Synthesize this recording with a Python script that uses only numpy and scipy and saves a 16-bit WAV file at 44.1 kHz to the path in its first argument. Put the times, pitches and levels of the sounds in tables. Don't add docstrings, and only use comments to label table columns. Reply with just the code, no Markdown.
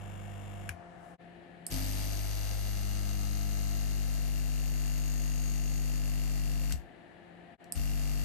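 import sys
import numpy as np
from scipy import signal
from scipy.fft import rfft, irfft, next_fast_len
from scipy.io import wavfile

SR = 44100
rng = np.random.default_rng(int(sys.argv[2]) if len(sys.argv) > 2 else 0)


def master(y):
    cut = np.clip(np.atleast_2d(y).T, -1, 1)
    pcm = np.round(cut * 32767)
    wavfile.write(sys.argv[1], SR, pcm.astype(np.int16))


N = 363384
T = np.arange(N) / SR
FFT_SIZE = next_fast_len(N)
FREQS_HZ = np.maximum(np.arange(FFT_SIZE // 2 + 1) * SR / FFT_SIZE, 1)
MAINS_HZ, SMALL_OFF_S = 50.05, .695

# (frequency [Hz], left-right [dB])
TILT = [(100, 5.5), (600, 4), (1500, 8.5), (5000, 5), (7000, 10), (9000, -1.5), (14000, 0)]
DIPS_S = [1.175, 7.574]

# (order, level [dB])
SMALL_HUM = [(1, -50.5), (2, -46.5), (3, -56), (4, -57), (5, -72), (6, -67)]
# (left-right [dB], left lead [rad])
SMALL_HUM_SIDES = [(4, 1.6), (-9, -.4), (2, 1.4), (13, 1.4), (4, -1.8), (10, -1.1)]
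# (place [cycles], decay [cycles], relative level [dB])
VALVES_SMALL = [(0.94, 0.23, 0.12), (0.6, 0.38, -1.6)]
# (frequency [Hz], relative level [dB])
SMALL_SPECTRUM = [(250, -6), (500, 15.5), (1000, 5), (2300, 2), (3300, 0.5), (4200, -13), (6000, -8.5),
                  (7000, -10.5), (9200, -11), (10000, -8), (12500, -6.5), (13500, -23)]
# (frequency [Hz], width [Hz], gain [dB])
SMALL_MODES = [(2780, 130, 7.4), (2220, 47, 11), (3360, 65, 5.8), (3550, 26, 9.7), (5260, 44, 8.5),
               (7220, 150, 18), (8540, 170, 14)]

# (frequency [Hz], relative level [dB])
FAN_EARLY_SPECTRUM = [(25, -22), (45, 1), (130, 1.5), (340, -0.5), (460, -4), (720, 0), (1000, -6),
                      (1900, -12), (3000, -21), (4200, -27.5), (6000, -32), (8500, -35), (13000, -48)]
FAN_LATE_SPECTRUM = [(25, -37), (45, -5), (130, -3), (340, -1), (460, -6.5), (790, -6), (1080, -17.5),
                     (1900, -12.5), (3000, -21), (4400, -28.5), (5600, -40), (8500, -41), (13000, -49.5)]
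# (frequency [Hz], width [Hz], gain [dB])
FAN_MODES = [(706, 68, 7.3), (1738, 97, 7.1), (2880, 200, 3.5), (3940, 76, 3), (7700, 210, 6),
             (9640, 410, 9)]
# (order, base level [dB])
BLADE_TONES = [(1, -58.5), (2, -65.5), (3, -68.5), (4, -62.5), (6, -94)]
# (time [s], gain [dB])
BLADE_ENVELOPE = [(0.3, -2), (1.0, 0.5), (1.55, -3), (2.5, -2), (5.0, -3), (7.1, -3.5)]

CLICKS = [(.6917, -24, .014, 0, 0), (1.6660, -21, .014, -5, 1), (6.7085, -32.5, .018, 0, 3),
          (6.7229, -23.5, .014, 0, 2), (7.6425, -51, .015, -6, 2), (7.7225, -16.5, .007, -5, 1)]
# (delay [s], strength)
BOUNCES = [(.0003, 2.2), (.001, 1.4), (.0015, .7)]
# (frequency [Hz], relative level [dB])
SWITCH_SPECTRA = [
    [(500, -24), (1150, -16), (1550, -6), (2400, -5), (4000, -14), (6200, -6), (8500, -8), (11000, -4),
     (14000, -17)],
    [(500, -30.5), (2000, -20.5), (3800, -21), (5000, -7), (6500, -19), (7800, 1), (8500, 5), (9500, 1.5),
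     (11500, -8.5), (14000, -11)],
    [(500, -18), (1400, -13), (2200, -8), (3000, -2), (4500, -1), (6500, -1), (7900, -1), (9500, -10),
     (12200, -5), (14000, -16)],
    [(500, -12), (2000, -4), (3000, -12), (5000, -6), (14000, -16)],
]
# (frequency [Hz], width [Hz], gain [dB])
SWITCH_MODES = [
    [(1600, 400, 17), (2380, 380, 16), (5400, 500, 2), (10700, 1000, 6)],
    [(5050, 350, 6), (8500, 900, 3), (11300, 1200, 4)],
    [(5100, 900, 3), (7950, 300, 9), (12300, 400, 6)],
    [(1920, 330, 15)],
]
# (time [s], frequency [Hz], level [dB], t60 [s])
SWINGS = [(0.696, 86, -38, 0.31), (1.725, 267, -40, 1.34), (1.715, 163, -40.5, 0.52),
          (1.715, 311, -46, 0.26), (6.74, 66.6, -28, 0.17), (7.763, 72, -32.5, 0.29)]

# (on [s], off [s], air surge [dB])
RUNS = [(1.698, 6.728, 8.5), (7.743, 9.0, 3)]
# (order, level [dB], left-right [dB], left lead [rad])
HUM_EMPTY = [(1, -34.5, 1.5, 1.48), (2, -42.5, 10, 1.1), (3, -45.5, 6.5, 2.5), (4, -58.5, 2.5, -1),
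             (5, -55, 10, 3), (6, -55.5, 10.5, -2), (7, -62.5, 4, -1)]
HUM_FULL = [(1, -31, 5, 2.5), (2, -47.5, -4, 3.5), (3, -46.5, 15, -2.4), (4, -55.5, 10.5, -0.6),
            (5, -51, 5, 0.69), (6, -60, 6, 0.84), (7, -68, 2.5, 1.3)]
HUM_LOPSIDED = [(2, -47, 8, -0.39), (4, -48.5, 15, -0.73), (6, -53.5, 11.5, -0.13), (7, -68, -7, -0.077)]
# (place [cycles], decay [cycles], relative level [dB])
VALVES_EMPTY = [(.16, .42, 0), (0.671, 0.25, 0.5)]
VALVES_HALF = [(0.179, 0.42, 0), (0.691, 0.42, 0)]
VALVES_FULL = [(0.122, 0.38, -3.5), (.62, 0.27, -7)]
# (frequency [Hz], relative level [dB])
AIR_SPECTRUM = [(100, 13), (300, 6), (470, -0.5), (750, 3.5), (1000, -3.5), (2000, 4.5), (3400, 0.5),
                (5000, 2.5), (6200, -0.5), (7200, 0.5), (8600, 3.5), (10500, 2), (12000, 2), (13000, 0),
                (14000, -6)]
BUZZ_SPECTRUM = [(330, 1.5), (460, 3), (650, 8), (1000, -0.5), (1300, -1), (2100, -1.5), (3400, -3),
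                 (4600, 3.5), (5500, -3.5), (7000, -1), (9000, -1.5), (10700, -7.5), (11700, -4.5),
                 (13000, 2), (14000, -7.5)]
# (frequency [Hz], width [Hz], gain [dB])
AIR_MODES = [(2980, 200, 3.5), (5000, 300, 5.5), (6020, 220, 6.5), (8500, 280, 3.5), (9800, 110, 1.5),
             (11600, 150, 10), (13720, 180, 9)]
EMPTY_MODES = [(646, 35, 8), (885, 160, 6.5), (1265, 87, 5), (2050, 42, 10.5), (2280, 41, 12.5),
               (2755, 120, 9.5), (3430, 65, 9), (3847, 83, 12.5), (4446, 65, 10), (4895, 96, 12),
               (6100, 72, 13), (6650, 49, 11.5)]
HALF_MODES = [(1283, 200, 9.5), (2098, 82, 8), (2750, 90, 9), (3850, 130, 6), (4420, 170, 10),
              (4800, 120, 7), (5300, 220, 7), (5970, 120, 9), (6060, 95, 9), (6270, 100, 13.5),
              (6580, 90, 14), (6660, 54, 6), (7370, 150, 9)]
FULL_MODES = [(1250, 120, 6), (2000, 200, 5), (2720, 50, 8), (2900, 130, 4), (4500, 130, 6), (4850, 120, 3),
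              (5300, 200, 4), (5930, 110, 9), (6155, 50, 6), (6800, 60, 6), (7050, 70, 6), (7160, 70, 7),
              (7270, 70, 8), (8550, 200, 6)]
# (frequency [Hz], width [Hz], gain [dB])
HEAD_MODES = [(2765, 120, -5), (3860, 90, -2), (4910, 130, -2), (5970, 100, 6)]
CHATTER_MODES = [(5980, 130, 3), (6550, 110, 0), (6800, 110, 0), (7220, 130, 1)]
CHATTER_PLACES = [.14, .292]

# (time [s], level [dB])
KNOCKS = [(1.7215, -33), (1.7400, -30.5), (1.761, -37), (1.782, -43), (1.8215, -39), (1.842, -41),
          (7.7765, -42), (7.796, -43)]
# (frequency [Hz], relative level [dB])
KNOCK_SPECTRUM = [(150, -1), (400, 0), (900, -3), (1500, -15), (4500, 7), (7000, 3), (9500, 4), (14000, -6)]
# (frequency [Hz], width [Hz], gain [dB])
KNOCK_MODES = [(295, 24, 18), (410, 40, 4.7), (900, 79, 8), (2750, 130, 7.3), (4720, 220, 10),
               (12500, 150, 9)]
# (peak time [s], half width [s], frequency [Hz], base level [dB], 0 exhaust / 1 intake)
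REED_SWELLS = [(3.05, .45, 6258, -68, 1), (3.3, .7, 6557, -64, 1), (5.3, .7, 6557, -55.5, 0),
               (5.5, .9, 6806, -65, 0), (6.0, 2.5, 4454.45, -67, 0)]


def amp(db):
    return 10 ** (np.asarray(db) / 20)


def unit_rms(x):
    return x / np.sqrt(np.mean(x ** 2) + 1e-20)


def pan(db):
    return amp(np.array([[.5], [-.5]]) * db)


def curve_db(points):
    hz, db = np.transpose(points)
    return np.interp(np.log(FREQS_HZ), np.log(hz), db)


def filtered(x, gain):
    return irfft(rfft(x, FFT_SIZE) * gain, FFT_SIZE)[..., :N]


def resonance(hz, width_hz):
    return 1 / (1 + 1j * (FREQS_HZ ** 2 - hz ** 2) / (FREQS_HZ * width_hz))


def response(spectrum, modes=()):
    body = 1 + sum((amp(db) - 1) * resonance(hz, width_hz) for hz, width_hz, db in modes)
    gain = amp(curve_db(spectrum)) * body * pan(curve_db(TILT))
    return gain / np.sqrt(np.mean(np.abs(gain) ** 2))


def colour(x, spectrum, modes=()):
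    return unit_rms(filtered(x, response(spectrum, modes)))


def noise(correlation=0.24):
    mid, side = rng.standard_normal((2, N))
    return np.sqrt((1 + correlation) / 2) * mid + np.sqrt((1 - correlation) / 2) * side * [[1], [-1]]


def drift(rate_hz):
    return unit_rms(filtered(rng.standard_normal(N), 1 / (1 + (FREQS_HZ / rate_hz) ** 2) ** 2))


def gate(on_s, off_s, rise_s, t60_s):
    return np.clip((T - on_s) / rise_s, 0, 1) * amp(-60 * np.maximum(T - off_s, 0) / t60_s)


def swell(peak_s, half_width_s):
    return np.exp(-((T - peak_s) / half_width_s) ** 2)


def hum_line(order, db, balance_db, lead_rad, dispersion_rad=4.96, place_cycles=.7):
    phase = 2 * np.pi * order * (MAINS_HZ * T - place_cycles) - dispersion_rad * (order - 1) ** 2
    return np.sqrt(2) * amp(db) * pan(balance_db) * np.cos(phase - np.array([[0], [lead_rad]]))


def valve_flow(cycle, valves, opening_cycles=0.023, echo_db=-7.5):
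    power = amp(echo_db) ** 2
    for place, decay, db in valves:
        age = (cycle - place) % 1
        puff = amp(db) * (1 - np.exp(-age / opening_cycles)) * np.exp(-age / decay)
        power = power + puff ** 2
    return unit_rms(np.sqrt(power))


def valve_buzz(valves, size=8192, line_count=300, jitter_s=7e-6):
    cycle = np.arange(size) / size
    grit = rng.standard_normal((2, size)) + .5 * rng.standard_normal(size)
    lines = rfft(grit * valve_flow(cycle, valves) ** 2)[:, :line_count]
    stroke = irfft(lines / np.abs(lines), size)
    place = MAINS_HZ * (T + jitter_s * drift(40)) % 1
    return unit_rms(np.array([np.interp(place, cycle, side) for side in stroke]))


def valve_ping(place, modes, uneven_db=1.2, jitter_s=6e-6, left_lag_s=.00031):
    strokes = np.floor(MAINS_HZ * (T + jitter_s * drift(40)) - place)
    slaps = np.diff(strokes, prepend=strokes[0]) * amp(uneven_db * drift(33))
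    body = sum((-1) ** k * amp(db) * resonance(hz, width) for k, (hz, width, db) in enumerate(modes))
    lag = np.exp(-2j * np.pi * FREQS_HZ * np.array([[left_lag_s], [0]]))
    return unit_rms(filtered(slaps, body * lag * pan(curve_db(TILT))))


def small_compressor(buzz_db=-57.0, air_db=-62.5, ping_db=-69.5):
    hum = sum(hum_line(*line, *sides) for line, sides in zip(SMALL_HUM, SMALL_HUM_SIDES))
    buzz = amp(buzz_db) * valve_buzz(VALVES_SMALL)
    air = amp(air_db) * noise() * valve_flow(MAINS_HZ * T, VALVES_SMALL)
    case = np.std(buzz + air) * colour(buzz + air, SMALL_SPECTRUM, SMALL_MODES)
    pings = amp(ping_db) * sum(valve_ping(place, SMALL_MODES[:1]) for place, _, _ in VALVES_SMALL)
    return (hum + case + pings) * gate(-1, SMALL_OFF_S, rise_s=.03, t60_s=0.078)


def fan(early_db=-52.0, late_db=-54.0, blade_hz=172.9, waver_db=3.0, wander=0.0038):
    early = amp(early_db) * colour(noise(0.17), FAN_EARLY_SPECTRUM, FAN_MODES)
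    late = amp(late_db) * colour(noise(0.21), FAN_LATE_SPECTRUM, FAN_MODES)
    phase = 2 * np.pi * np.cumsum(blade_hz * (1 + wander * drift(14.3))) / SR
    envelope_db = np.interp(T, *np.transpose(BLADE_ENVELOPE))
    blades = sum(np.sqrt(2) * amp(db + envelope_db + waver_db * drift(7.1)) * np.sin(order * phase)
                 for order, db in BLADE_TONES)
    return np.where(T < DIPS_S[0], early, late) + blades * pan(5.5)


def switches(room_db=-23.5, room_t60_s=0.14):
    out = 0
    for s, db, t60_s, balance_db, kind in CLICKS:
        contact = sum(strength * (np.arange(N) == int((s + delay) * SR)) for delay, strength in BOUNCES)
        chatter = .7 * gate(s, s, 0.0007, t60_s)
        tail = amp(room_db) * np.sqrt(t60_s / 0.0052) * gate(s, s, 0.0028, room_t60_s)
        snap = contact + noise() * np.hypot(chatter, tail)
        shell = response(SWITCH_SPECTRA[kind], SWITCH_MODES[kind])
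        out = out + amp(db) * pan(balance_db) * filtered(snap, shell)
    return out


def swings(rise_s=0.0015):
    return pan(7.8) * sum(amp(db) * gate(s, s, rise_s, t60_s) * np.sin(2 * np.pi * hz * (T - s))
                          for s, hz, db, t60_s in SWINGS)


def rustle(db=-73.5):
    hiss = colour(noise(), [(3000, -20), (8500, 4), (12000, -2), (14000, -11)])
    return amp(db) * swell(1.07, .08) * hiss


def big_hum(pressure, lopsided_power=0.89):
    free = sum(hum_line(*row) for row in HUM_EMPTY)
    loaded = sum(hum_line(order, *rest) * (-1 if order > 2 and round(order) % 2 else 1)
                 for order, *rest in HUM_FULL)
    lopsided = sum(hum_line(order, *rest) * (-1 if order > 2 else 1) for order, *rest in HUM_LOPSIDED)
    skew = 27 / 4 * pressure ** 2 * (1 - pressure)
    return (1 - pressure) * free + pressure * loaded + skew ** lopsided_power * lopsided


def air_rush(choke, surge_db, empty_db=-50.5, full_db=-53, sizzle_db=-7.0, sizzle_hz=12440):
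    cycle = MAINS_HZ * T
    flow = (1 - choke) * valve_flow(cycle, VALVES_EMPTY) + choke * valve_flow(cycle, VALVES_FULL)
    rush = colour(noise() * flow, AIR_SPECTRUM, AIR_MODES)
    sizzle = unit_rms(filtered(noise() * flow, resonance(sizzle_hz, width_hz=210) ** 2))
    return amp(empty_db + (full_db - empty_db) * choke + surge_db) * (rush + amp(sizzle_db) * sizzle)


def big_rattle(choke, surge_db, empty_db=-48, full_db=-50.5, surge_share=0.28, uneven_db=0.9):
    level_db = empty_db + (full_db - empty_db) * choke + surge_share * surge_db + uneven_db * drift(25)
    stages = [(VALVES_EMPTY, EMPTY_MODES), (VALVES_HALF, HALF_MODES), (VALVES_FULL, FULL_MODES)]
    out = 0
    for k, (valves, modes) in enumerate(stages):
        share = np.sqrt(np.clip(1 - np.abs(2 * choke - k), 0, 1))
        out = out + share * colour(valve_buzz(valves), BUZZ_SPECTRUM, modes)
    return amp(level_db) * out


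def valve_slaps(choke, empty_db=-61.5, half_db=-55.0, full_db=-58.5):
    intake_empty = amp(empty_db) * (1 - choke) * valve_ping(VALVES_EMPTY[1][0], EMPTY_MODES)
    intake_half = amp(half_db) * np.sin(np.pi * choke) * valve_ping(VALVES_HALF[1][0], HALF_MODES)
    exhaust = amp(full_db) * choke ** 2 * valve_ping(VALVES_FULL[0][0], FULL_MODES)
    return intake_empty + intake_half + exhaust


def head_ticks(choke, intake_db=-52, exhaust_db=-57, chatter_db=-58):
    intake = amp(intake_db) * (1 - choke) ** 2 * valve_ping(VALVES_HALF[1][0], HEAD_MODES, uneven_db=2.5)
    exhaust = amp(exhaust_db) * np.sqrt(choke) * valve_ping(VALVES_FULL[0][0], HEAD_MODES[:1])
    chatter = sum(valve_ping(place, CHATTER_MODES) for place in CHATTER_PLACES)
    return intake + exhaust + amp(chatter_db) * swell(5.5, 0.94) * chatter


def big_compressor(fill_s=1.47, fill_steepness=1.8, choke_power=1.7, surge_s=0.52):
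    age_s = np.maximum(T - RUNS[0][0], 0)
    pressure = 1 - np.exp(-(age_s / fill_s) ** fill_steepness)
    choke = pressure ** choke_power
    surge_db = sum(db * (T >= on) * np.exp(-np.maximum(T - on, 0) / surge_s) for on, _, db in RUNS)
    hum = big_hum(pressure) + hum_beat(choke)
    valves = air_rush(choke, surge_db) + big_rattle(choke, surge_db)
    valves += valve_slaps(choke) + head_ticks(choke) + reeds()
    hum_gate = sum(gate(on, off, rise_s=0.028, t60_s=0.28) for on, off, _ in RUNS)
    valve_gate = sum(gate(on, off, rise_s=0.019, t60_s=0.24) for on, off, _ in RUNS)
    return hum * hum_gate + valves * valve_gate


def knocks(rise_s=0.0008, t60_s=0.023):
    blows = sum(amp(db) * gate(s, s, rise_s, t60_s) for s, db in KNOCKS)
    return filtered(noise() * blows, response(KNOCK_SPECTRUM, KNOCK_MODES))


def hum_beat(choke, hz=97.4, db=-63.0):
    return np.sqrt(2) * amp(db) * choke * np.sin(2 * np.pi * hz * T)


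def reeds(gain_db=-1.0, waver_db=1.5):
    flows = [valve_flow(MAINS_HZ * T, [valve], echo_db=-11) for valve in (VALVES_FULL[0], VALVES_HALF[1])]
    song = sum(amp(db) * swell(s, half_width_s) * flows[valve] * np.sin(2 * np.pi * hz * T)
               for s, half_width_s, hz, db, valve in REED_SWELLS)
    return amp(gain_db - waver_db * drift(8.8)) * song * pan(18)


def scene():
    return small_compressor() + big_compressor() + swings() + knocks() + switches() + rustle() + fan()


def record(dry, fade_s=0.035, fade_power=1.72, highpass_hz=35, lowpass_hz=14100):
    for s in DIPS_S:
        dry = dry * np.clip(np.abs(T - s) / fade_s, .03, 1) ** fade_power
    dry = signal.sosfilt(signal.butter(4, highpass_hz, "high", fs=SR, output="sos"), dry)
    return signal.sosfilt(signal.ellip(8, .2, 70, lowpass_hz, fs=SR, output="sos"), dry)


dry = scene()
out = record(dry)
master(out)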